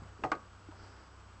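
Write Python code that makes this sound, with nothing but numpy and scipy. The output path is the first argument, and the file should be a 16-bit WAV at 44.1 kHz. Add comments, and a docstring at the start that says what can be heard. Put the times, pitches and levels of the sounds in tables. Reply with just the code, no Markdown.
"""A quiet yard: a car bonnet is unlatched and lifted close by.
Two clacks, each a quick cluster of contacts, crack, clatter and ring the panel.
The bonnet bumps softly before and after, rubs as it is handled and scrapes faintly as it swings up.
Behind it: the low hum of a distant engine, open-air noise, a small camera's hiss and whine."""
import sys
import numpy as np
from scipy import signal
from scipy.fft import rfft, irfft, next_fast_len
from scipy.io import wavfile

SR = 44100
rng = np.random.default_rng(int(sys.argv[2]) if len(sys.argv) > 2 else 0)


def master_out(mix):
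    """Clip the mix to full scale and print it as 16-bit PCM to the path in sys.argv[1]."""
    frames = np.transpose(np.atleast_2d(mix))
    ceiling = np.clip(frames, -1, 1)
    pcm = np.round(ceiling * 32767).astype(np.int16)
    wavfile.write(sys.argv[1], SR, pcm)


N = 61739
T = np.arange(N) / SR
FFT_SIZE = next_fast_len(N, real=True)
FREQS_HZ = np.maximum(np.fft.rfftfreq(FFT_SIZE, 1 / SR), 1)

# Contacts of the two clacks. Each row: start in seconds, ring, clatter and crack gains in dB,
# cut-off in Hz, place from 0 (latch) to 1 (rim).
CONTACTS = [(.23675, -0.25, -2.5, -4.5, 5320, 0.031), (.24147, 2.5, 6, -5.5, 950, 0.082),
            (.24905, 1, -16, -7, 830, 0.077), (0.2598, -9.5, -6, -14, 690, 0.36),
            (0.2684, -10.5, -9, -15, 810, 0.78), (.31677, 3.2, 3, 3.5, 5370, 0.97),
            (0.3211, 2, -1.5, -7, 1890, 0.84), (0.3298, -18.5, -1.5, -16.5, 2040, 0.37),
            (0.351, -18, -26.5, -10.5, 3000, 0.89)]
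# Main bonnet modes. Each row: frequency in Hz, T60 in seconds, gain in dB struck at latch, at rim.
PANEL_MODES = [(141.6, 0.21, -47.5, -51), (281.5, 0.26, -50, -50), (332.3, 0.073, -29.5, -31),
               (359.3, 0.2, -58, -37), (442.5, 0.12, -40.5, -46), (576, 0.028, -47.9, -41.5),
               (629, 0.21, -46, -55.5), (740.7, 0.11, -26, -38), (789, 0.012, -17.6, -17.5),
               (862, 0.1, -32, -41.5), (943, 0.026, -23.5, -68), (1133, 0.075, -43.5, -32),
               (1237, 0.096, -35, -30.5), (1464, 0.058, -57, -28), (1571, 0.024, -28.5, -29.5),
               (1886, 0.07, -44.4, -46.5), (1960, 0.074, -45.5, -45.5), (2162, 0.055, -46, -37.5),
               (2432, 0.038, -39, -41), (2685, 0.012, -27, -45)]
# Dense modes and loose fittings. Each row: frequency in Hz, relative density in dB, T60 in seconds.
CLATTER_BANDS = [(98, -15.5, .12), (298, -10, 0.32), (580, -3.5, 0.15), (1040, -1, 0.075),
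                 (1600, -11.5, 0.12), (2350, -6, 0.075), (3370, -12.5, 0.049), (3820, -18.5, 0.032),
                 (7900, -35.5, 0.15)]
# Handling bumps. Each row: start in seconds, gain in dB, centre and width in Hz, T60 in seconds,
# roughness from 0 to 1.
BUMPS = [(.019, -42, 146.8, 208, 0.12, 0.77), (0.031, -47, 1000, 870, 0.035, 0.7),
         (0.19, -42, 299, 330, 0.059, 0.84), (0.219, -41.5, 363, 249, 0.085, 0.7),
         (0.253, -36, 105, 90, .07, 0.7), (.687, -39.5, 308, 150, 0.051, 0.34),
         (0.711, -51, 1290, 2000, 0.032, 0.8), (.720, -49.5, 724, 450, 0.086, 0.96)]
# Friction. Each row: time in seconds, rub level in dB, scrape level in dB.
FRICTION_LEVELS = [(0, -61, -78), (.17, -65, -104), (.45, -73.5, -93), (.68, -67.5, -81),
                   (.755, -60.5, -76), (.775, -61, -70), (.84, -58, -67.5), (.92, -61, -71),
                   (1.0, -61, -73), (1.1, -72, -77), (1.4, -93, -99)]
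# Panel rub. Each row: frequency in Hz, relative density in dB.
RUB_SPECTRUM = [(150, -3), (330, 4.5), (550, 1.5), (900, 0.5), (1200, -4.5), (1500, 2.5), (1900, -7.5),
                (2600, -11.5), (3700, -20), (5600, -19), (8000, -26.5)]
# Engine hum. Each row: time in seconds, second and third order levels in dB.
ENGINE_LEVELS = [(0, -56, -51.5), (.14, -57, -56.5), (.36, -63.5, -65.5), (.52, -61, -59.5),
                 (.66, -60.5, -55.5), (0.849, -60.5, -55.5), (1.04, -59.5, -68), (1.2, -59.5, -59),
                 (1.4, -62, -58.5)]
# Open air and hiss. Each row: frequency in Hz, relative density in dB.
AIR_SPECTRUM = [(100, -17), (200, -2), (330, -6.5), (600, -6), (900, -4.5), (1200, -1.5), (1450, -4),
                (1800, -12.5), (2400, -15), (3100, -15), (3900, -20.5), (4800, -17.5), (6000, -22),
                (8000, -23)]
# Camera electronics. Each row: frequency in Hz, level in dB.
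WHINE_TONES = [(7813, -79.5), (8187, -102.5)]

CLATTER_DB, CLATTER_RISE_S, RING_RISE_S = -37, 0.0012, 0.0008
CRACK_DB, CRACK_HZ, CRACK_WIDTH_HZ, CRACK_RISE_S, CRACK_T60_S = -46.5, 4550, 3300, 0.000067, 0.028
SCRAPE_HZ, SCRAPE_WIDTH_HZ = 4880, 1150
YARD_DB, YARD_T60_S, YARD_DELAY_S = -13, 0.23, 0.028
ENGINE_HZ, ENGINE_WANDER = 32.2, 0.008
AIR_DB, AIR_FLICKER_DB, RUMBLE_DB = -59.5, 0.5, -64.5
TOP_HZ = 8200


def clacks():
    """Each contact gives panel ring, clatter and a metallic crack."""
    out = np.zeros(N)
    for start_s, ring_db, clatter_db, crack_db, cut_hz, place in CONTACTS:
        crack = noise(band(CRACK_HZ, CRACK_WIDTH_HZ)) * strike(start_s, CRACK_RISE_S, CRACK_T60_S)
        out += undb(ring_db) * ring(start_s, cut_hz, place)
        out += undb(clatter_db) * clatter(start_s, cut_hz)
        out += undb(CRACK_DB + crack_db) * crack
    return out


def ring(start_s, cut_hz, place):
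    """Main panel modes; the place struck sets their mix."""
    out = np.zeros(N)
    for k, (hz, t60_s, latch_db, rim_db) in enumerate(PANEL_MODES):
        gain = undb(latch_db + place * (rim_db - latch_db)) * softness(hz, cut_hz)
        tone = (-1) ** k * np.sin(2 * np.pi * hz * (T - start_s))
        out += gain * tone * strike(start_s, RING_RISE_S, t60_s)
    return out


def clatter(start_s, cut_hz):
    """Dense modes and loose fittings: noise bands, each with its own decay."""
    centres_hz, _, t60s_s = np.array(CLATTER_BANDS).T
    shape = colour(CLATTER_BANDS)
    out = np.zeros(N)
    for selector, t60_s in zip(np.eye(len(centres_hz)), t60s_s):
        power_share = np.interp(np.log(FREQS_HZ), np.log(centres_hz), selector)
        gain = shape * softness(FREQS_HZ, cut_hz) * np.sqrt(power_share)
        out += noise(gain) * np.linalg.norm(gain) * strike(start_s, CLATTER_RISE_S, t60_s)
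    return undb(CLATTER_DB) * out / np.linalg.norm(shape)


def softness(hz, cut_hz):
    """Low-pass gain: a softer contact leaves high modes quiet."""
    return 1 / np.sqrt(1 + (hz / cut_hz) ** 4)


def bumps():
    """Damped handling knocks, from plain thud to loose rattle."""
    out = np.zeros(N)
    for start_s, db, hz, width_hz, t60_s, roughness in BUMPS:
        thud = np.sqrt(2 * (1 - roughness ** 2)) * np.sin(2 * np.pi * hz * (T - start_s))
        rattle = roughness * noise(band(hz, width_hz))
        out += undb(db) * (thud + rattle) * strike(start_s, rise_s=0.0019, t60_s=t60_s)
    return out


def friction():
    """Uneven rub as the bonnet is handled, thin scrape as it rises."""
    times_s, rub_db, scrape_db = np.array(FRICTION_LEVELS).T
    grip = undb(0.52 * drift(rate_hz=37))
    rub = undb(np.interp(T, times_s, rub_db)) * noise(colour(RUB_SPECTRUM))
    scrape = undb(np.interp(T, times_s, scrape_db)) * noise(band(SCRAPE_HZ, SCRAPE_WIDTH_HZ))
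    return grip * (rub + scrape)


def yard_echo(source):
    """Weak, dull reflections off nearby walls."""
    echo = noise(band(hz=1250, width_hz=1400)) * strike(YARD_DELAY_S, rise_s=0.0033, t60_s=YARD_T60_S)
    echo /= np.abs(rfft(echo)).max()
    return undb(YARD_DB) * signal.fftconvolve(source, echo)[:N]


def engine():
    """Distant engine: second and third orders beat against each other."""
    times_s, *orders_db = np.array(ENGINE_LEVELS).T
    shaft_hz = ENGINE_HZ * (1 + ENGINE_WANDER * drift(rate_hz=6.3))
    shaft_rad = 2 * np.pi * np.cumsum(shaft_hz) / SR
    return sum(np.sqrt(2) * undb(np.interp(T, times_s, db)) * np.sin(order * shaft_rad)
               for order, db in enumerate(orders_db, 2))


def background():
    """Open-air noise and hiss, low rumble, faint whine of camera electronics."""
    air_db = AIR_DB + AIR_FLICKER_DB * drift(rate_hz=36)
    air = undb(air_db) * noise(colour(AIR_SPECTRUM) * (FREQS_HZ < TOP_HZ))
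    rumble = undb(RUMBLE_DB) * noise(band(hz=48, width_hz=90))
    whine = sum(np.sqrt(2) * undb(db) * np.sin(2 * np.pi * hz * T) for hz, db in WHINE_TONES)
    return air + rumble + whine


def undb(db):
    """Decibels to gain."""
    return 10 ** (np.asarray(db) / 20)


def noise(gain):
    """Unit-rms noise shaped by a gain per frequency."""
    shaped = irfft(rfft(rng.standard_normal(FFT_SIZE)) * gain, FFT_SIZE)[:N]
    return shaped / shaped.std()


def colour(points):
    """Gain per frequency from (Hz, dB) points."""
    hz, db = np.array(points).T[:2]
    return undb(np.interp(np.log(FREQS_HZ), np.log(hz), db))


def band(hz, width_hz):
    """Gain of a steep resonance."""
    return 1 / (1 + ((FREQS_HZ ** 2 - hz ** 2) / (FREQS_HZ * width_hz)) ** 2)


def strike(start_s, rise_s, t60_s):
    """Envelope: quick rise, exponential fall."""
    age_s = np.maximum(T - start_s, 0)
    return (1 - np.exp(-age_s / rise_s)) * undb(-60 * age_s / t60_s)


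def drift(rate_hz):
    """Slow random drift, unit spread."""
    return noise(np.exp(-(FREQS_HZ / rate_hz) ** 2))


def scene():
    """Bonnet close by in a quiet yard, mono."""
    bonnet = clacks() + bumps()
    return (bonnet + yard_echo(bonnet) + friction() + engine() + background())[None]


def record(dry):
    """The camera cuts the treble steeply."""
    lowpass = signal.ellip(10, 0.2, 70, TOP_HZ, fs=SR, output="sos")
    return signal.sosfilt(lowpass, dry)


dry = scene()
out = record(dry)
master_out(out)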